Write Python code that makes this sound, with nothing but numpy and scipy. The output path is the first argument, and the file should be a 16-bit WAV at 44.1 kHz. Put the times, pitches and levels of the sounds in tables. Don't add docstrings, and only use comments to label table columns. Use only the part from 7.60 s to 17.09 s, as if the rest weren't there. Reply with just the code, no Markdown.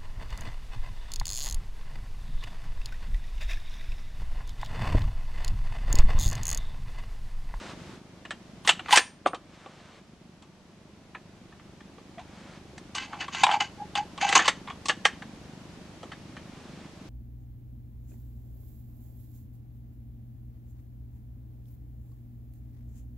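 import sys
import numpy as np
from scipy import signal
from scipy.fft import rfft, irfft, next_fast_len
from scipy.io import wavfile
from scipy.ndimage import uniform_filter1d, map_coordinates

SR = 44100
rng = np.random.default_rng(int(sys.argv[2]) if len(sys.argv) > 2 else 0)


def inscribe(sig):
    pcm = np.round(np.clip(np.atleast_2d(sig).T, -1, 1) * 32767)
    wavfile.write(sys.argv[1], SR, pcm.astype(np.int16))


N = 418509

# (time [s], level [dB])
BACKGROUND_LEVEL = [(0.0, -49.5), (0.33, -49.5), (0.42, -55), (1.25, -52.5), (1.5, -57.5), (2.9, -58),
                    (5.3, -52.5), (6.6, -50), (9.49, -51)]


def amp(db):
    return 10 ** (np.asarray(db) / 20)


def unit(x):
    return x / np.sqrt(np.mean(x ** 2) + 1e-20)


def along(points, hz):
    knots_hz, values = np.transpose(points)
    return np.interp(np.log(hz + 1), np.log(knots_hz + 1), values)


def envelope(points):
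    return amp(np.interp(np.arange(N) / SR, *np.transpose(points)))


def movement(peak_s, rise_s, hold_s, db, fade_db_per_s, rise_db=29.5):
    t = np.arange(N) / SR - peak_s
    swell_db = rise_db * np.minimum(t, 0) / max(rise_s, .001)
    fade_db = fade_db_per_s * np.maximum(t - hold_s, 0)
    return amp(db + np.maximum(swell_db - fade_db, -200))


def wobble(rate_hz):
    knots = rng.standard_normal(int(N * rate_hz / SR) + 4)
    return map_coordinates(knots, [np.arange(N) * rate_hz / SR])


def grit(size, spiky_db):
    noise = rng.standard_normal(size)
    strength = unit(uniform_filter1d(rng.standard_normal(size), size=40))
    return unit(noise * amp(spiky_db * strength))


def filtered(x, response):
    n = x.shape[-1]
    padded = 2 * next_fast_len(n // 2 + 2048)
    return irfft(rfft(x, padded) * response(np.fft.rfftfreq(padded, 1 / SR)), padded)[..., :n]


def causal(gain):
    cepstrum = irfft(np.log(np.maximum(gain, 1e-6)))
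    half = len(cepstrum) // 2
    cepstrum[1:half] *= 2
    cepstrum[half + 1:] = 0
    return np.exp(rfft(cepstrum))


def through(drive, colour):
    hz = np.fft.rfftfreq(8192, 1 / SR)
    return unit(signal.oaconvolve(drive, irfft(causal(colour(hz))))[:N])


def resonances(modes, hz):
    power = 0
    for centre_hz, width_hz, db in modes:
        peak = amp(2 * db) / (1 + ((hz - centre_hz) / (width_hz / 2)) ** 2)
        skirt = 1 / (1 + ((hz - centre_hz) / (centre_hz / 2)) ** 2)
        bass_cut = hz ** 2 / (hz ** 2 + (centre_hz / 2) ** 2)
        power += peak * skirt * bass_cut
    return np.sqrt(power)


def shirt(level_db=-1, fade_db_per_s=450):
    # (time at full speed [s], rise [s], hold [s], level [dB])
    rustles = [(0.0, .01, 0.12, -43.5), (0.2, 0.08, 0.16, -53), (1.947, 0.27, 0.44, -54.5),
               (4.776, 0.33, .2, -52.5), (8.998, 0.69, 0.27, -54.5)]
    # (frequency [Hz], density [dB])
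    cloth = [(290, -12), (500, 2), (835, 1), (1210, 1), (1850, -2.5), (3560, -6.5), (7160, -16.5),
             (8860, -20.5), (15000, -69)]
    rub = unit(filtered(grit(N, spiky_db=1), lambda hz: amp(along(cloth, hz))))
    return amp(level_db) * rub * sum(movement(*row, fade_db_per_s) for row in rustles)


def room_noise(level_db=2):
    # (frequency [Hz], density [dB])
    spectrum = [(12, -40.5), (20, -13.5), (112, -5), (196, -3.5), (352, -10.5), (452, -13.5), (631, -12.5),
                (686, -14.5), (985, -17.5), (1100, -18.5), (1410, -21), (3000, -25), (6020, -30),
                (11700, -44), (15500, -61.5)]
    # (frequency [Hz], side re mid [dB])
    width = [(60, -6), (150, -18), (380, -11.5), (950, -9.5), (2380, -3), (5980, -1.5), (15000, 1.5)]
    mid = filtered(rng.standard_normal(N), lambda hz: amp(along(spectrum, hz)))
    side = filtered(rng.standard_normal(N), lambda hz: amp(along(spectrum, hz) + along(width, hz)))
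    return amp(level_db) * envelope(BACKGROUND_LEVEL) * unit(np.array([mid + side, mid - side]))


def flutter(level_db=1, beat_hz=25, first_s=.01407, puff_lag_s=.0035, puff_width_s=.0035, push_share=.72):
    # (frequency [Hz], density [dB])
    spectrum = [(30, -34), (70, -4.5), (120, -8.5), (180, 1), (250, -6.5), (350, -6), (450, -20.5),
                (900, -34), (2000, -79)]
    push = np.zeros(N)
    push[np.arange(first_s * SR, N, SR / beat_hz).astype(int)] = 1
    beats = (np.arange(N) / SR - first_s - puff_lag_s) * beat_hz
    offset_s = ((beats + .5) % 1 - .5) / beat_hz
    puff = np.exp(-.5 * (offset_s / puff_width_s) ** 2) * rng.standard_normal(N)
    drive = np.sqrt(push_share) * unit(push) + np.sqrt(1 - push_share) * unit(puff)
    pulses = through(drive, lambda hz: amp(along(spectrum, hz)))
    return amp(level_db) * envelope(BACKGROUND_LEVEL) * pulses


def steel(hz, modes_db=8, bass_cut_hz=950):
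    # (frequency [Hz], density [dB])
    spectrum = [(350, -40.5), (600, -5), (734, 1), (1100, -2), (1500, -4.5), (1720, -5.5), (2600, -3.5),
                (3320, -2.5), (4520, -8), (5460, -12.5), (6420, -17), (8990, -24.5), (15000, -69.5)]
    # (centre [Hz], width [Hz], level [dB])
    modes = [(1130, 42, -2.5), (1320, 110, -6.5), (1716, 190, -10.5), (2420, 31, -13), (3090, 21, -10),
             (4480, 200, -7.5), (5400, 33, -23.5), (5920, 39, -17.5), (6400, 100, -5), (7150, 180, -24),
             (8100, 200, -14.5), (7700, 150, -3.5), (7500, 15, -14.5), (8690, 50, -29.5), (8900, 28, -19.5)]
    bass_cut = hz ** 2 / (hz ** 2 + bass_cut_hz ** 2)
    return amp(along(spectrum, hz)) * (1 + amp(modes_db) * resonances(modes, hz)) * bass_cut


def mode_ripple(hz, depth_db=3.5, spacing_hz=65, onset_hz=1500):
    ripple = map_coordinates(rng.standard_normal(2048), [hz / spacing_hz], mode="mirror")
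    return amp(depth_db * ripple * (1 - 1 / (1 + (hz / onset_hz) ** 4)))


def cavity(hz, bass_cut_hz=660):
    # (centre [Hz], width [Hz], level [dB])
    modes = [(755, 42, -7), (825, 92, 3.5), (1026, 24, -13.5), (1560, 79, -20.5), (2383, 100, -15),
             (2866, 61, -21)]
    return resonances(modes, hz) * (1 - 1 / (1 + (hz / bass_cut_hz) ** 4))


def contacts(clack_db=-11, body_db=-10, snap_db=-12, split_hz=4800, graze_s=.007, graze_db=-20,
             scatter_db=-15, scatter_t60_s=.13):
    # (time [s], level [dB], relative treble [dB], chatter t60 [s], part struck)
    blows = [ (0.6514, -31.5, -14, .03, "receiver"), (0.7073, -22, -9.5, .07, "receiver"),
             (1.0485, -26, -8, 0.13, "bolt"), (1.075, -7.5, -3.5, .12, "lugs"),
             (1.0912, -1.5, -8, .048, "case"), (1.1935, -23, -19, 0.044, "case"),
             (1.26, -29.5, -28, 0.045, "lugs"), (1.284, -20.5, -22, .05, "bolt"),
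             (1.3074, -16.5, -5, 0.062, "lugs"), (1.3259, -3.5, -5.5, 0.05, "stop"),
             (1.3586, -9.5, 4, 0.033, "lugs"), (1.3726, -2, -2, .033, "receiver"),
             (1.6598, -14, -27, 0.029, "stock"), (1.6696, -21.5, -8.5, .04, "bolt"),
             (1.7328, -28.5, -47, .037, "stock"), (1.7452, -27.5, -9, 0.062, "bolt"),
             (2.06, -38.5, -16, 0.03, "stock"), (2.8228, -42.5, -4, 0.094, "bolt"),
             (3.548, -27.5, -26, 0.064, "receiver"), (3.9245, -42.5, -27.5, 0.036, "receiver"),
             (3.997, -41.5, -24.5, 0.046, "lugs"), (4.206, -42, -11.5, 0.052, "receiver"),
             (4.3806, -45.5, -19.5, .04, "stock"), (4.5818, -38, -24.5, 0.031, "receiver"),
             (4.5936, -36.5, -11, 0.11, "stop"), (5.179, -35.5, -1, 0.033, "receiver"),
             (5.3506, -22.5, 1, 0.094, "bolt"), (5.532, -24.5, -23, 0.13, "bolt"),
             (5.6165, -26.5, -18, 0.15, "receiver"), (5.681, -25, -16, 0.06, "bolt"),
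             (5.7478, -20.5, -11, 0.017, "case"), (5.8345, -3.5, -7.5, 0.036, "stop"),
             (5.8669, -14.5, -15, 0.035, "stop"), (5.8917, -15, -33, 0.02, "stop"),
             (5.913, -13, -17, 0.039, "case"), (5.936, -22, -22, .045, "case"),
             (6.0068, -17.5, -26, 0.074, "case"), (6.3535, -17, -8.5, 0.058, "case"),
             (6.5774, -26, -11.5, 0.049, "bolt"), (6.6128, -17.5, -9, .086, "lugs"),
             (6.6905, -14.5, -4.5, 0.049, "lugs"), (6.7259, -9.5, -8.5, 0.078, "lugs"),
             (6.7521, -3, -4, .1, "bolt"), (6.7621, -5, -23, 0.052, "bolt"),
             (6.7908, -8.5, -14.5, 0.2, "receiver"), (6.8571, -18.5, -5, 0.031, "bolt"),
             (6.8793, -4, -6, 0.054, "lugs"), (7.0737, -26, -20, 0.18, "bolt"),
             (7.1, -25.5, -17, .09, "bolt"), (7.2564, -23.5, 1, 0.055, "bolt"),
             (7.2847, -15, 0, 0.058, "bolt"), (7.2943, -9.5, -10.5, 0.072, "receiver"),
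             (7.4521, -4, -9.5, 0.03, "receiver"), (7.4631, -18.5, -1.5, .035, "lugs"),
             (7.6213, -30.5, -18, .05, "receiver"), (8.4303, -35, -6.5, 0.083, "stock"),
             (8.518, -29.5, -12, 0.086, "receiver"), (8.767, -33.5, -12, .1, "receiver")]
    parts = {"stock": (5.5, -6, 1188, 2.5), "bolt": (-16, -14.5, 1139.5, -0.5), "stop": (-27, 0, 986, -0.5),
             "receiver": (-13.5, -14.5, 1740, -3.5), "lugs": (-15, -18, 1951, -7),
             "case": (-25, -14.5, 2790, -2)}
    # (centre [Hz], width [Hz], level [dB])
    stock_modes = [(255, 67, -9.5), (344, 41, -2.5), (480, 140, -1), (698, 90, -2.5)]
    t = np.arange(8192) / SR - graze_s
    after_s = t.clip(0)
    hz = np.fft.rfftfreq(len(t), 1 / SR)
    low_band = 1 / (1 + (hz / split_hz) ** 8)
    mid_octaves = np.log2(np.clip(hz, 1200, 5000) / 1200)
    top_octaves = np.log2(np.clip(hz, 7000, 14000) / 7000)
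    steel_gain = steel(hz)
    stock, hollow = causal(resonances(stock_modes, hz)), causal(cavity(hz))
    graze = amp(graze_db) * (1 + t / graze_s)
    scatter = amp(scatter_db - 60 * after_s / scatter_t60_s)
    out = np.zeros(N + SR)
    for time_s, db, treble_db, t60_s, name in blows:
        thud_db, hollow_db, pitch_hz, ring_db = parts[name]
        chatter = amp(-60 * after_s / t60_s) + scatter
        force = rfft(np.where(t < 0, graze, chatter) * grit(len(t), spiky_db=2))
        metal = steel_gain * mode_ripple(hz)
        clack = causal(metal * low_band * amp(.41 * (treble_db + 6.5) * mid_octaves))
        snap = causal(metal * (1 - low_band) * amp(.18 * (treble_db + 2.5) * top_octaves))
        part = causal(resonances([(pitch_hz, .1 * pitch_hz, 0)], hz))
        layers = [(stock, thud_db + body_db), (hollow, hollow_db + body_db), (part, ring_db + body_db),
                  (snap, treble_db + snap_db), (clack, clack_db)]
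        for response, layer_db in layers:
            ring = irfft(force * response)
            ring /= np.sqrt(np.sum(ring ** 2) / (.0069 * SR))
            out[round((time_s - graze_s) * SR):][:len(t)] += amp(db + layer_db) * ring
    return out[:N]


def cartridge(level_db=-1, fade_db_per_s=379):
    # (peak time [s], rise [s], hold [s], level [dB])
    rattles = [(1.071, .04, 0.018, -48), (1.33, 0.042, 0.014, -32.5)]
    # (centre [Hz], width [Hz], level [dB])
    brass = [(9200, 780, 3.5), (11000, 1100, -3), (12250, 700, -1.5), (14450, 700, -8.5)]
    chatter = through(grit(N, spiky_db=6.5), lambda hz: resonances(brass, hz) ** 2 * mode_ripple(hz))
    return amp(level_db) * chatter * sum(movement(*row, fade_db_per_s) for row in rattles)


def bolt_slides(steel_db=-8.5, raceway_db=-2.5, hollow_db=-11, squeal_db=-4, judder_db=2.5,
                stop_db_per_s=449, hollow_fade_db_per_s=398.5):
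    # (time at full speed [s], rise [s], hold [s], scrape [dB], hollow ring [dB], squeal [dB])
    strokes = [(1.345, .075, 0.029, -19.5, -28.5, -32.5), (5.349, .004, 0.085, -35, -56, -63),
               (5.52, 0.09, 0.096, -52.5, -36, -71), (5.613, 0.033, 0.014, -34, -47, -57),
               (5.73, 0.029, 0.086, -35.5, -45, -41.5), (5.906, 0.09, 0.038, -32, -16, -46),
               (6.005, 0.0072, 0.002, -24, -25.5, -34), (6.356, 0.0035, 0.013, -27, -22.5, -39),
               (6.613, 0.022, 0.12, -31, -23.5, -36), (6.756, 0.0089, 0.0047, -15.5, -28, -14.5),
               (6.862, 0.057, .004, -28.5, -46, -53)]
    # (centre [Hz], width [Hz], level [dB])
    raceway_modes = [(855, 41, -5), (1060, 38, 1), (1576, 40, 0.5), (2050, 51, 0), (2306, 29, -3),
                     (2610, 46, 1.5), (2980, 140, -1.5), (4627, 120, -11.5), (6440, 220, -13.5)]
    # (centre [Hz], width [Hz], level [dB])
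    squeal_modes = [(6120, 180, 2.5), (6560, 200, 2.5), (6780, 220, -1.5)]
    scrape_gain = sum(movement(*timing, db, stop_db_per_s) for *timing, db, _, _ in strokes)
    hollow_gain = sum(movement(*timing, db, hollow_fade_db_per_s) for *timing, _, db, _ in strokes)
    squeal_gain = sum(movement(*timing, db, stop_db_per_s) for *timing, _, _, db in strokes)
    friction = grit(N, spiky_db=3) * amp(judder_db * wobble(rate_hz=130))
    bolt = amp(steel_db) * through(friction, lambda hz: steel(hz) * mode_ripple(hz))
    raceway = amp(raceway_db) * through(friction, lambda hz: resonances(raceway_modes, hz))
    hollow = amp(hollow_db) * through(friction, cavity)
    squeal = amp(squeal_db) * through(friction, lambda hz: resonances(squeal_modes, hz) ** 2)
    return scrape_gain * (bolt + raceway) + hollow_gain * hollow + squeal_gain * squeal


def spring(phase_step_rad=.022):
    # (time [s], level [dB])
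    jolts = [(1.329, -36.5), (1.373, -30.5), (1.661, -48)]
    # (frequency [Hz], level [dB], t60 [s])
    modes = [(4600, -6, 0.15), (8840, -1.5, 0.24), (9160, -5.5, 0.29), (12100, -18, .11)]
    t, out = np.arange(SR // 2) / SR, np.zeros(N)
    for time_s, db in jolts:
        for hz, mode_db, t60_s in modes:
            phase = 2 * np.pi * hz * t + phase_step_rad * np.cumsum(rng.standard_normal(len(t)))
            out[round(time_s * SR):][:len(t)] += amp(db + mode_db - 60 * t / t60_s) * np.sin(phase)
    return out


def stick_slip(waver_hz=16, flicker_db=4.1, octave_db=-26):
    # (peak time [s], half length [s], level [dB], pitch [Hz], glide [Hz/s])
    notes = [(4.59, 0.029, -42, 700, 0), (5.946, 0.062, -27, 825, 497), (6.024, .035, -32, 845, 397),
             (6.219, 0.062, -39, 835, 700), (6.392, 0.0706, -29, 827, 501), (6.644, .04, -24, 816, -400),
             (6.702, .03, -26, 803, -200)]
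    detune_hz = waver_hz * wobble(rate_hz=200)
    flicker = amp(flicker_db * wobble(rate_hz=160))
    out = np.zeros(N)
    for peak_s, half_s, db, pitch_hz, glide_hz_per_s in notes:
        span = np.arange(round((peak_s - half_s) * SR), round((peak_s + half_s) * SR))
        t = span / SR - peak_s
        phase = 2 * np.pi * np.cumsum(pitch_hz + glide_hz_per_s * t + detune_hz[span]) / SR
        tone = np.sqrt(2) * (np.sin(phase) + amp(octave_db) * np.sin(2 * phase))
        swell = np.cos(np.pi / 2 * t / half_s) ** 4
        out[span] += amp(db) * swell * flicker[span] * tone
    return out


def reverb(x, predelay_samples=400):
    # (frequency [Hz], t60 [s])
    decay = [(200, .55), (600, 0.31), (2000, 0.3), (6000, 0.33), (12000, 0.23)]
    hz, t, noise = signal.stft(rng.standard_normal(SR * 3 // 4), SR, nperseg=256)
    tail = signal.istft(noise * amp(-60 * t / along(decay, hz)[:, None]), SR, nperseg=256)[1]
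    return signal.fftconvolve(x, np.pad(tail / np.linalg.norm(tail), (predelay_samples, 0)))[:N]


def mic_ports(x, max_delay_s=.003):
    # (frequency [Hz], side re mid [dB])
    width = [(200, -26.5), (600, -42), (2000, -45.5), (4000, -19.5), (8000, -11), (12000, -3)]
    hz = np.fft.rfftfreq(2048, 1 / SR)
    delay_s = max_delay_s * rng.random(len(hz))
    paths = irfft(np.exp(-2j * np.pi * np.cumsum(delay_s) * hz[1]))[:SR // 50]
    side = filtered(signal.fftconvolve(x, paths)[:N], lambda hz: amp(along(width, hz)))
    return np.array([x + side, x - side])


def scene(reverb_db=-23):
    rifle = contacts() + bolt_slides() + stick_slip() + spring() + cartridge()
    foreground = rifle + amp(reverb_db) * reverb(rifle) + shirt()
    return mic_ports(foreground) + room_noise() + flutter()


def record(dry, rolloff_hz=14000, band_limit_hz=15700):
    clipped = dry / (1 + dry ** 6) ** (1 / 6)
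    return filtered(clipped, lambda hz: (hz < band_limit_hz) / np.sqrt(1 + (hz / rolloff_hz) ** 16))


dry = scene()
out = record(dry)
inscribe(out)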